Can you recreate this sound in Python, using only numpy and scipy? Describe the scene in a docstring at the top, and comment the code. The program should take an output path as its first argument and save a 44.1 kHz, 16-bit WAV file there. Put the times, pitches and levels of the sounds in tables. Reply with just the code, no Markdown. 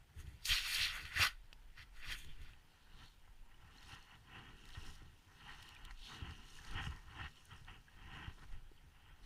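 """Reed path at a lake shore

A walker turns and steps along a muddy path through dry reeds, heard from a camera on a hand-held pole.
Right at the microphone, light wind rocks the membrane, cloth wipes the case and jolts thump up the pole.
Then the grip chafes at each step and stems swish and tick close by. A dull rumble swells throughout.
Farther off, reeds and water murmur under the camera's hiss."""
import sys
import numpy as np
from scipy import signal
from scipy.fft import rfft, irfft, next_fast_len
from scipy.io import wavfile
from scipy.ndimage import uniform_filter1d, map_coordinates

SR = 44100
rng = np.random.default_rng(int(sys.argv[2]) if len(sys.argv) > 2 else 0)


def unload_audio(sound):
    """Save the sound as a 16-bit wav file, at the path given as the first command line argument."""
    columns = np.transpose(np.atleast_2d(sound))
    # keep every value between -1 and 1, then stretch to whole-number steps
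    steps = np.round(np.clip(columns, -1, 1) * 32767)
    wavfile.write(sys.argv[1], SR, steps.astype(np.int16))


N = 408277

# Wind on the microphone. Each row: time in seconds, level before gusts in dB.
WIND_LEVELS = [(0.0, -56.5), (0.13, -82), (0.2, -45.5), (0.28, -64), (0.46, -70), (0.51, -45), (0.7, -62),
               (0.77, -49), (1.88, -61), (2.13, -51.5), (2.78, -69), (2.88, -61.5), (4.23, -65.5),
               (5.0, -51.5), (5.28, -68), (5.87, -56), (6.65, -62), (6.7, -49), (7.39, -67), (7.55, -51.5),
               (7.88, -65), (8.53, -48), (8.81, -64.5), (9.25, -61.5)]
# Spectra of the rocking membrane, the distant shore, the dull rumble, the shuddering pole and dry leaves.
# Each row: frequency in Hz, relative level in dB.
WIND_SPECTRUM = [(6, -4.5), (12, 0.5), (25, -2.5), (45, -6), (65, -31), (150, -55)]
SHORE_SPECTRUM = [(88, -27), (150, -6), (621, -15.5), (898, -8), (1160, -15.5), (1380, -11), (1920, -13),
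                  (2160, -14.5), (3180, -13.5), (3570, -18), (7940, -25.5), (9270, -28.5), (12200, -28),
                  (14200, -31), (15700, -32)]
RUMBLE_SPECTRUM = [(120, 2.5), (190, -2), (300, -4), (450, -8.5), (600, -31.5)]
SHUDDER_SPECTRUM = [(40, -30), (60, 1.5), (100, -3), (150, -9.5), (220, -27), (400, -62)]
LEAF_SPECTRUM = [(2760, -23), (4700, -3.5), (5440, 2.5), (6590, -1), (7070, -3.5), (7510, -7), (9420, -5.5),
                 (12100, -16), (14600, -15), (15700, -41)]
# The camera's two narrow hisses. Each row: centre in Hz, width in Hz, level in dB.
CAMERA_HISSES = [(9450, 520, -91), (14600, 180, -92)]
# Low swells, first under the cloth wipes, then with the walker's movements.
# Each row: peak time, rise and fall in seconds, dull rumble and pole shudder in dB.
LOW_SWELLS = [(0.178, 0.061, 0.18, -68, -64), (.29, 0.21, 0.21, -69, -55.5),
              (.52, .07, 0.042, -64.5, -52.5), (.82, 0.24, 0.15, -79, -58.5),
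              (1.03, 0.18, 0.11, -68.5, -56.5), (1.2, 0.089, .1, -62, -49),
              (1.82, 0.084, 0.069, -78, -62.5), (2.14, 0.16, 0.09, -65.5, -56.5),
              (2.27, 0.1, 0.14, -69, -54), (2.42, 0.16, .2, -72.5, -61.5),
              (3.02, 0.19, 0.085, -69.5, -56.5), (3.56, .08, 0.25, -79, -65.5),
              (3.76, 0.18, 0.061, -70.5, -73), (3.94, 0.2, 0.11, -66.5, -63),
              (4.14, .15, 0.18, -73.5, -66.5), (4.37, 0.16, 0.53, -62.5, -60.5),
              (4.48, 0.28, 0.12, -77, -63), (4.78, .03, .06, -69, -55), (4.88, 0.16, .08, -63, -54.5),
              (5.05, 0.13, .1, -70, -58.5), (5.52, 0.42, .1, -68.5, -60.5), (5.66, .1, 0.19, -73, -63.5),
              (5.87, 0.15, .1, -71.5, -58.5), (6.12, 0.099, 0.73, -62.5, -64),
              (6.24, 0.083, .06, -60.5, -55.5), (6.31, .2, 0.072, -63, -56), (6.55, 0.085, .1, -88, -71),
              (6.8, 0.21, 0.09, -55.5, -49.5), (6.88, .05, 0.059, -61, -44.5), (6.93, .04, 0.13, -66, -55),
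              (7.22, 0.21, 0.14, -61, -51.5), (7.53, 0.073, 0.095, -69, -54), (7.62, .03, .04, -74, -55),
              (7.72, 0.11, .15, -68, -56), (8.06, 0.2, .1, -67.5, -61), (8.19, 0.17, 0.2, -60, -55),
              (8.28, 0.18, 0.052, -68, -53.5), (8.43, 0.09, .08, -66, -55), (8.54, .06, 0.18, -70, -57),
              (8.86, 0.088, 0.15, -77, -61), (9.255, 0.37, .1, -76, -68)]
# Jolts up the pole. Each row: start in seconds, peak in dB, pitch in Hz, t60 in seconds.
JOLTS = [(0.162, -46, 80, 0.25), (0.505, -37.5, 50, 0.084), (1.16, -41.5, 76.5, 0.074),
         (1.198, -35.5, 84, 0.12), (2.1, -59, 51.1, 0.055), (3.929, -51.5, 105, 0.077),
         (2.995, -60, 80, 0.072), (4.772, -43.5, 91, 0.053), (6.222, -37, 83, 0.059),
         (6.287, -45.5, 80, 0.14), (6.752, -41, 92, 0.069), (6.872, -34, 111, 0.042),
         (7.209, -43, 88, 0.034), (8.279, -39.5, 88.8, 0.029)]
# The camera case. 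Each row is a group of modes, low to high: centre in Hz, width in Hz, gain in dB.
CASE_GROUPS = [
    [(774, 290, -24), (1275, 340, -7.5), (1470, 117, -1)],
    [(1900, 400, 2), (1970, 170, -3.5), (2140, 61, -6)],
    [(2410, 280, -2), (2644, 170, -0.5), (2800, 140, -1)],
    [(3150, 280, -0.35), (3450, 140, -0.65)],
    [(3750, 540, -1), (4250, 260, 2), (4670, 400, 0.5), (5510, 440, -4)],
    [(6580, 820, 0), (7700, 640, -6), (9070, 1240, -2.5), (10320, 2000, -6.5), (12700, 1600, -5.5),
     (14400, 1300, -11.5)],
]
# How readily the case rings. Each entry: gain in dB for one of the five lower groups.
CASE_GAINS_DB = [-0.95, 0.3, 0.5, -0.5, 1.5]
# Cloth on the case. Each row: peak time, rise and fall in seconds, level in dB, best-driven pitch in
# octaves above 1 kHz, loss above it in dB per octave, hiss of the top group over the level in dB.
CLOTH_STROKES = [(.206, 0.069, 0.067, -63.5, 0.52, 6.5, -4.5), (.27, 0.042, 0.22, -71, 0.69, 6, -5),
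                 (.458, 0.011, 0.13, -46.5, 2.5, 2.1, 0), (.495, 0.047, 0.13, -39, 2.25, 4, -4.5),
                 (0.525, 0.048, 0.12, -37, 1.36, 2, -9), (.66, 0.09, 0.43, -48, 1.3, 2.5, -6.5),
                 (.75, 0.15, 0.1, -44, 2.7, 9, -2.5), (.85, 0.25, 0.079, -41, 1.33, 2.5, -10.5),
                 (.96, 0.17, 0.14, -46.5, 0.61, 8.5, -15), (1.06, 0.024, 0.076, -52, 0.7, 8, -13),
                 (1.13, 0.049, 0.089, -52, 0.94, 11.5, -15), (1.175, 0.044, 0.053, -46, 1.2, 7, -12),
                 (1.234, 0.074, 0.06, -33.5, 0.25, 3.5, -10.5), (1.273, 0.068, 0.017, -43, 0.29, 1.5, -6.5),
                 (1.31, 0.055, 0.055, -62, 0.52, 4, -19), (1.78, 0.019, 0.078, -59.5, 0.64, 6, -19),
                 (1.83, 0.09, 0.023, -61.5, 0.74, 3, -16), (1.97, 0.049, .15, -64, 0.6, 6, -10.5),
                 (2.054, 0.083, 0.18, -54.5, 1.03, 13, -17), (2.125, 0.1, 0.052, -47.5, 1.2, 4, -10.5),
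                 (2.19, 0.075, 0.12, -59, 1.87, 30, -4), (2.3, .1, 0.13, -67.5, 1.7, 23, -17),
                 (2.422, 0.036, 0.18, -72, 0.5, 4, -7), (2.486, 0.26, 0.11, -66, 0.72, 7, -13)]
# Stems snapping close by. Each row: start in seconds, peak in dB, brightest frequency in Hz.
STEM_SNAPS = [(.2704, -54, 3280), (0.4552, -28, 4630), (1.0535, -43, 3530), (1.531, -48.5, 4380),
              (2.121, -36, 3330), (2.2467, -48, 3310), (2.4164, -55, 3320), (3.7654, -66, 4120),
              (3.8082, -58, 5240), (3.8287, -49, 3320), (4.0262, -55, 5310), (4.154, -56, 3300),
              (4.6548, -48, 3740), (4.6897, -51, 4250), (4.7044, -49, 3460), (4.954, -51, 4300),
              (5.6271, -47, 3360), (5.69, -48.5, 3370), (5.7494, -53, 3560), (5.8144, -61, 3420),
              (5.851, -42, 3360), (5.91, -52, 4210), (6.3093, -53, 4530), (6.6493, -48, 4330),
              (6.711, -46, 4300), (6.9094, -52, 4300), (6.939, -60, 5610), (6.9626, -51, 4330),
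              (7.454, -53, 9100), (7.5335, -55, 3300), (7.648, -53.5, 3690), (8.3938, -58, 3910),
              (8.5253, -57, 3560)]
# Taps on the pole. Each row: start in seconds, peak in dB, favoured pitch in Hz, t60 in seconds.
POLE_TAPS = [(1.198, -27.5, 1520, 0.035), (1.529, -39.5, 2600, 0.014), (1.702, -58, 2570, 0.027),
             (2.104, -39, 1890, 0.021), (2.535, -50, 2690, 0.028), (3.277, -57.5, 824, 0.031),
             (3.626, -55, 1090, 0.025), (4.751, -42.5, 1860, 0.054), (6.841, -38, 2900, 0.027),
             (6.866, -52, 2070, 0.03), (6.918, -53, 1340, 0.057), (6.955, -54, 1043, 0.021),
             (7.677, -58, 1900, 0.025), (8.382, -55, 960, 0.024), (8.423, -52, 1570, 0.025)]
# Lower and upper modes of the pole; hollow stalks. Each row: centre in Hz, width in Hz, gain in dB.
POLE_MODES = [(807, 91, -7), (1020, 118, -4), (1330, 84, -3), (1523, 250, -5.5), (1864, 137, -0.5),
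              (2280, 660, -20.5)]
RASP_MODES = [(2670, 330, -2.5), (2905, 250, 1), (3174, 200, -2.5)]
STALK_MODES = [(3070, 390, 0.5), (3740, 790, -1.5), (4320, 120, 2)]
# The pole's broad response around its modes. Each row: frequency in Hz, gain in dB.
POLE_SKIRT = [(600, -33), (750, -9), (2300, -13.5), (3600, -53), (5000, -32), (9000, -65)]
# The hand on the pole. Each row: peak time, rise and fall in seconds, level in dB, rasp over it in dB.
GRIP_CHAFES = [(3.04, 0.29, 0.048, -65.5, -5), (3.28, .015, 0.037, -81, -6), (3.52, 0.045, 0.038, -70, -6),
               (3.65, .1, 0.16, -70.5, -4), (3.82, 0.28, .06, -64.5, -4), (3.93, 0.094, .1, -55, -3.5),
               (4.14, 0.15, 0.057, -61, -5.5), (4.362, 0.12, 0.13, -55.5, -2), (4.48, .15, 0.16, -63, -2.5),
               (4.77, 0.02, 0.024, -55.5, -7), (4.88, 0.55, .09, -62.5, -1), (5.03, .3, 0.14, -69, -6),
               (5.29, .03, .3, -71.5, -13), (5.5, 0.16, 0.17, -57.5, -2), (5.69, 0.33, 0.28, -63.5, -1),
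               (5.91, 0.25, 0.044, -60.5, -10), (6.12, 0.076, 0.34, -57, -5.5), (6.29, 0.29, 0.11, -59, -2),
               (6.58, 1, 0.22, -70, 3.8), (6.68, 0.17, 0.084, -59.5, -16),
               (6.789, 0.098, 0.12, -46.5, -1.2), (6.868, 0.0052, 0.013, -44.5, -6),
               (6.922, 0.031, 0.04, -56, -7), (6.969, 0.052, 0.09, -63, -11), (7.089, 0.17, .2, -67, -6),
               (7.211, 0.12, 0.082, -50, -5.5), (7.262, 0.12, 0.028, -52, -3.5),
               (7.36, 0.089, 0.12, -79, 10.5), (7.52, 0.044, 0.11, -59, -2),
               (7.685, 0.02, 0.082, -57, -3.5), (7.76, 0.14, 0.05, -63, -4), (7.89, 0.049, 0.041, -75.5, 0),
               (8.02, 0.15, 0.25, -63.5, -5.5), (8.16, 0.17, 0.18, -58, -2),
               (8.27, 0.26, 0.07, -55.5, -3.5), (8.39, .03, .04, -64, -15), (8.435, 0.027, 0.029, -57, -15),
               (8.53, 0.061, 0.12, -65.5, -4), (8.98, 0.13, 0.11, -76, -4), (9.11, 0.26, 0.08, -69, -2),
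               (9.255, .1, .1, -74, -5)]
# Stems along the walker. Each row: peak time, rise and fall in seconds, stalks and leaves in dB.
REED_BRUSHES = [(2.8, .3, 0.19, -75, -85), (3.04, 0.17, .12, -63.5, -73), (3.78, 0.23, 0.026, -74, -78),
                (3.89, 0.14, 0.2, -67, -71.5), (3.95, 0.21, 0.014, -65, -65.5),
                (4.06, .4, 0.51, -76.5, -81), (4.36, .1, 0.37, -74, -79), (4.68, .4, .1, -79, -79),
                (4.76, 0.14, 0.37, -67, -72.5), (4.9, 0.39, 0.14, -66, -66.5), (5.5, 0.13, .8, -69.5, -77),
                (5.69, 0.72, .17, -70, -72.5), (5.86, 0.055, 0.012, -64, -77),
                (5.91, 0.016, 0.044, -75, -70), (6.06, 0.11, 0.23, -56.5, -66.5),
                (6.15, 0.19, 0.082, -58.5, -67), (6.298, 0.068, .6, -70.5, -74),
                (6.53, 0.17, 0.75, -68.5, -66.5), (6.72, 0.68, 0.32, -70, -72),
                (6.86, 0.12, 0.1, -74, -65.5), (7.24, 0.26, .15, -69, -76.5), (7.43, 0.73, 1, -77.5, -75.5),
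                (8.17, 0.29, 0.32, -73, -77.5), (8.45, .6, .2, -76.5, -78), (9.255, .05, .1, -70, -74)]
# Drip-like pings, then mud plops. Each row: start in seconds, peak in dB, pitch in Hz, t60 in seconds.
PINGS = [(3.5423, -63, 2920, 0.027), (3.7823, -56.5, 4180, 0.028), (5.7638, -51.5, 2480, 0.027),
         (6.5879, -50, 1730, 0.023), (7.3692, -56.5, 3000, 0.047), (7.882, -54, 1660, 0.027),
         (8.7774, -62.5, 3100, 0.03)]
MUD_PLOPS = [(5.018, -56, 302, 0.04), (8.715, -56.5, 328, 0.019)]


def amp(db):
    """Gain of a level in dB."""
    return 10 ** (np.asarray(db) / 20)


def unit(x):
    """x at rms 1."""
    return x / np.sqrt(np.mean(x ** 2) + 1e-20)


def wobble(rate):
    """A smooth random curve, rate knots a second."""
    knots = rng.standard_normal(int(N * rate / SR) + 6)
    coarse = np.arange(0, N + 16, 16)
    return np.interp(np.arange(N), coarse, map_coordinates(knots, [coarse * rate / SR]))


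def filtered(x, response):
    """x through a frequency response, read on a fine log grid."""
    size = next_fast_len(len(x) + 8192)
    grid = np.geomspace(1, SR / 2, 4096)
    gain = np.interp(np.fft.rfftfreq(size, 1 / SR), grid, response(grid))
    return irfft(rfft(x, size) * gain, size)[:len(x)]


def shape(points):
    """Response through (Hz, dB) points, silent beyond the ends."""
    f, db = np.transpose(points)
    return lambda hz: amp(np.interp(np.log(hz + 1), np.log(f + 1), db, left=-120, right=-120))


def modes(table, steep):
    """Response of resonances added in power; steep darkens the valleys between them."""
    return lambda hz: np.sqrt(sum(amp(db) ** 2 / (1 + ((hz - centre) / (width / 2)) ** 2) ** steep
                                  for centre, width, db in table))


def swells(rows, levels_db):
    """Movements (peak, rise, fall) added in power: one gain curve for each column of levels."""
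    peak, rise, fall = np.array(rows)[:, :3].T[:, :, None]
    t = np.arange(0, N + 64, 64) / SR
    away = np.maximum((peak - t) / rise, (t - peak) / fall)
    power = amp(-40 * np.minimum(away, 8) ** 1.153)  # the exponent rounds the top a little
    return [np.interp(np.arange(N) / SR, t, np.sqrt(amp(2 * db) @ power)) for db in levels_db]


def lumpy(spectrum, lump_db):
    """Low noise of rms 1 that comes in lumps."""
    return unit(filtered(rng.standard_normal(N) * amp(lump_db * wobble(25)), shape(spectrum)))


def rustle(response, grain_db, lump_db, patch_db):
    """Friction noise of rms 1: fibres catch in fast grains and slower lumps, in patches of colour."""
    friction = rng.standard_normal(N) * amp(grain_db * wobble(400) + lump_db * wobble(35))
    spectra = signal.stft(friction, nperseg=512)[2]
    patches = uniform_filter1d(rng.standard_normal(spectra.shape), size=6, axis=0)
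    patches = unit(uniform_filter1d(patches, size=8, axis=1))
    patchy = signal.istft(spectra * amp(patch_db * patches), nperseg=512)[1][:N]
    return unit(filtered(patchy, response))


def damped_swings(table, rise_s, rough):
    """Short decaying tones with a soft start, roughened by phase drift."""
    out, t = np.zeros(N + SR), np.arange(SR // 5) / SR
    for start, db, hz, t60 in table:
        drift = rough * np.cumsum(rng.standard_normal(len(t))) * np.sqrt(hz / SR)
        swing = np.sin(2 * np.pi * hz * t + drift) * amp(-60 * t / t60) * (1 - np.exp(-t / rise_s))
        out[round(start * SR):][:len(t)] += amp(db) * swing / np.abs(swing).max()
    return out[:N]


def wind(gust_db=4):
    """Light wind rocks the microphone's membrane in quick gusts."""
    times, db = np.transpose(WIND_LEVELS)
    strength = amp(np.interp(np.arange(N) / SR, times, db, right=-140))
    return strength * amp(gust_db * wobble(6)) * lumpy(WIND_SPECTRUM, lump_db=-0.2)


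def far_shore(level_db=-73):
    """Reeds and water murmur in the distance."""
    return amp(level_db) * rustle(shape(SHORE_SPECTRUM), grain_db=0.95, lump_db=0.18, patch_db=1.6)


def camera_hiss():
    """The camera adds two steady, narrow bands of high noise."""
    return sum(amp(db) * unit(filtered(rng.standard_normal(N), modes([(hz, width, 0)], steep=1.5)))
               for hz, width, db in CAMERA_HISSES)


def low_swells(rumble_rest_db=-85, shudder_rest_db=-73):
    """Dull rumble and pole shudder, first under the cloth wipes, then with the walker's movements."""
    rumble_gain, shudder_gain = swells(LOW_SWELLS, np.transpose(LOW_SWELLS)[3:])
    rumble = np.hypot(rumble_gain, amp(rumble_rest_db)) * lumpy(RUMBLE_SPECTRUM, lump_db=1.0)
    shudder = np.hypot(shudder_gain, amp(shudder_rest_db)) * lumpy(SHUDDER_SPECTRUM, lump_db=3.5)
    return rumble + shudder


def pole_jolts():
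    """A jolt thumps up the pole into the microphone and first pulls the membrane back."""
    return -damped_swings(JOLTS, rise_s=0.0029, rough=0.083)


def cloth_wipe(loss_below_db_per_octave=9.5):
    """Cloth drags over the case, right at the microphone; the place of contact picks which modes ring."""
    db, best_octave, loss_above, hiss_db = np.transpose(CLOTH_STROKES)[3:]
    levels_db = []
    for group, gain_db in zip(CASE_GROUPS, CASE_GAINS_DB):
        octaves_above = np.mean(np.log2(np.transpose(group)[0] / 1000)) - best_octave
        slope = np.where(octaves_above > 0, loss_above, loss_below_db_per_octave)
        levels_db.append(db + gain_db - slope * np.abs(octaves_above))
    forces = swells(CLOTH_STROKES, levels_db + [db + hiss_db])
    return sum(force * rustle(modes(group, steep=1.625), grain_db=1.5, lump_db=1.82, patch_db=1.37)
               for force, group in zip(forces, CASE_GROUPS))


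def stem_snaps(t60_s=0.013):
    """A dry stem snaps close by in a few milliseconds: one bright region over a weaker crack."""
    out, t = np.zeros(N + SR), np.arange(1500) / SR
    crack = shape([(600, -31), (2500, -16), (7500, -15), (11000, -19.5), (16000, -24)])
    lead = 64  # samples of room for the filter to ring ahead of the burst
    for start, db, hz in STEM_SNAPS:
        burst = rng.standard_normal(len(t)) * amp(-60 * t / t60_s)
        bright = modes([(hz, 0.3 * hz, 0)], steep=1.5)
        snap = filtered(np.pad(burst, (lead, 0)), lambda f: np.hypot(bright(f), crack(f)))
        out[round(start * SR):][:len(snap)] += amp(db) * snap / np.abs(snap).max()
    return out[lead:N + lead]


def pole_taps(loss_db_per_octave=16):
    """A tap rings the modes of the pole, most of all those near its favoured pitch."""
    out, t = np.zeros(N + SR), np.arange(SR // 10) / SR
    hz, _, mode_db = np.transpose(POLE_MODES + RASP_MODES)[:, :, None]
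    for start, db, favoured_hz, t60 in POLE_TAPS:
        octaves_away = np.abs(np.log2(hz / favoured_hz))
        gains = amp(mode_db - loss_db_per_octave * octaves_away + rng.normal(0, 2.0, hz.shape))
        ring = (gains * np.sin(2 * np.pi * hz * t)).sum(axis=0) * amp(-60 * t / t60)
        out[round(start * SR):][:len(t)] += amp(db) * ring / np.abs(ring).max()
    return out[:N]


def grip_chafe(fidget_from_s=1.8, fidget_db=-84.5, fidget_depth_db=4.5):
    """The hand chafes through the modes of the pole; between chafes the fingers keep shifting."""
    db, rasp_db = np.transpose(GRIP_CHAFES)[3:]
    chafe_gain, rasp_gain = swells(GRIP_CHAFES, [db, db + rasp_db])
    fidget = amp(fidget_db + fidget_depth_db * wobble(13)) * (np.arange(N) > fidget_from_s * SR)
    pole = lambda hz: np.hypot(modes(POLE_MODES, steep=1.6)(hz), shape(POLE_SKIRT)(hz))
    chafe = rustle(pole, grain_db=2.05, lump_db=0.17, patch_db=1.4)
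    rasp = rustle(modes(RASP_MODES, steep=2.05), grain_db=2.2, lump_db=0.65, patch_db=1.3)
    return np.hypot(chafe_gain, fidget) * chafe + np.hypot(rasp_gain, fidget * amp(-3)) * rasp


def reed_swish():
    """Hollow stalks and dry leaves rub along the walker, close to the microphone."""
    stalk_gain, leaf_gain = swells(REED_BRUSHES, np.transpose(REED_BRUSHES)[3:])
    stalks = rustle(modes(STALK_MODES, steep=1.36), grain_db=2.3, lump_db=2.0, patch_db=0.92)
    leaves = rustle(shape(LEAF_SPECTRUM), grain_db=2.7, lump_db=1.0, patch_db=1.8)
    return stalk_gain * stalks + leaf_gain * leaves + leaf_crackle(leaf_gain)


def leaf_crackle(leaf_gain, count=900, centre_hz=6550, decay_cycles=2.7):
    """Tiny breaks of dry leaf: damped grains of scattered pitch and size that follow the swish."""
    starts = (rng.random((count, 1)) * N).astype(int)
    hz = np.clip(centre_hz * np.exp(0.4 * rng.standard_normal((count, 1))), 2500, 14000)
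    size_db = -8 + 2.4 * np.minimum(rng.exponential(size=(count, 1)), 4)
    age = np.arange(160)
    cycles = hz * age / SR
    grains = leaf_gain[starts] * amp(size_db) * np.sin(2 * np.pi * cycles) * np.exp(-cycles / decay_cycles)
    return np.bincount((starts + age).ravel(), grains.ravel(), N + len(age))[:N]


def pings():
    """Short pitched pings, like drips."""
    return damped_swings(PINGS, rise_s=0.00069, rough=0.2)


def mud_plops():
    """Down on the path, mud lets go of a boot with a low, rough plop."""
    return damped_swings(MUD_PLOPS, rise_s=0.002, rough=1.0)


def scene():
    """Everything reaches the one microphone on the pole."""
    accents = stem_snaps() + pole_taps() + pings() + mud_plops()
    close = wind() + cloth_wipe() + grip_chafe() + reed_swish() + low_swells() + pole_jolts()
    return (accents + close + camera_hiss() + far_shore())[None]


def record(dry):
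    """The camera fades at the top of its band and keeps nothing above the limit."""
    limit_hz = 15840
    fade = lambda hz: amp(np.interp(hz, [15200, 15400, 15790], [0, -6, -10.5]))
    return filtered(dry[0], lambda hz: fade(hz) * (hz < limit_hz))[None]


dry = scene()
out = record(dry)
unload_audio(out)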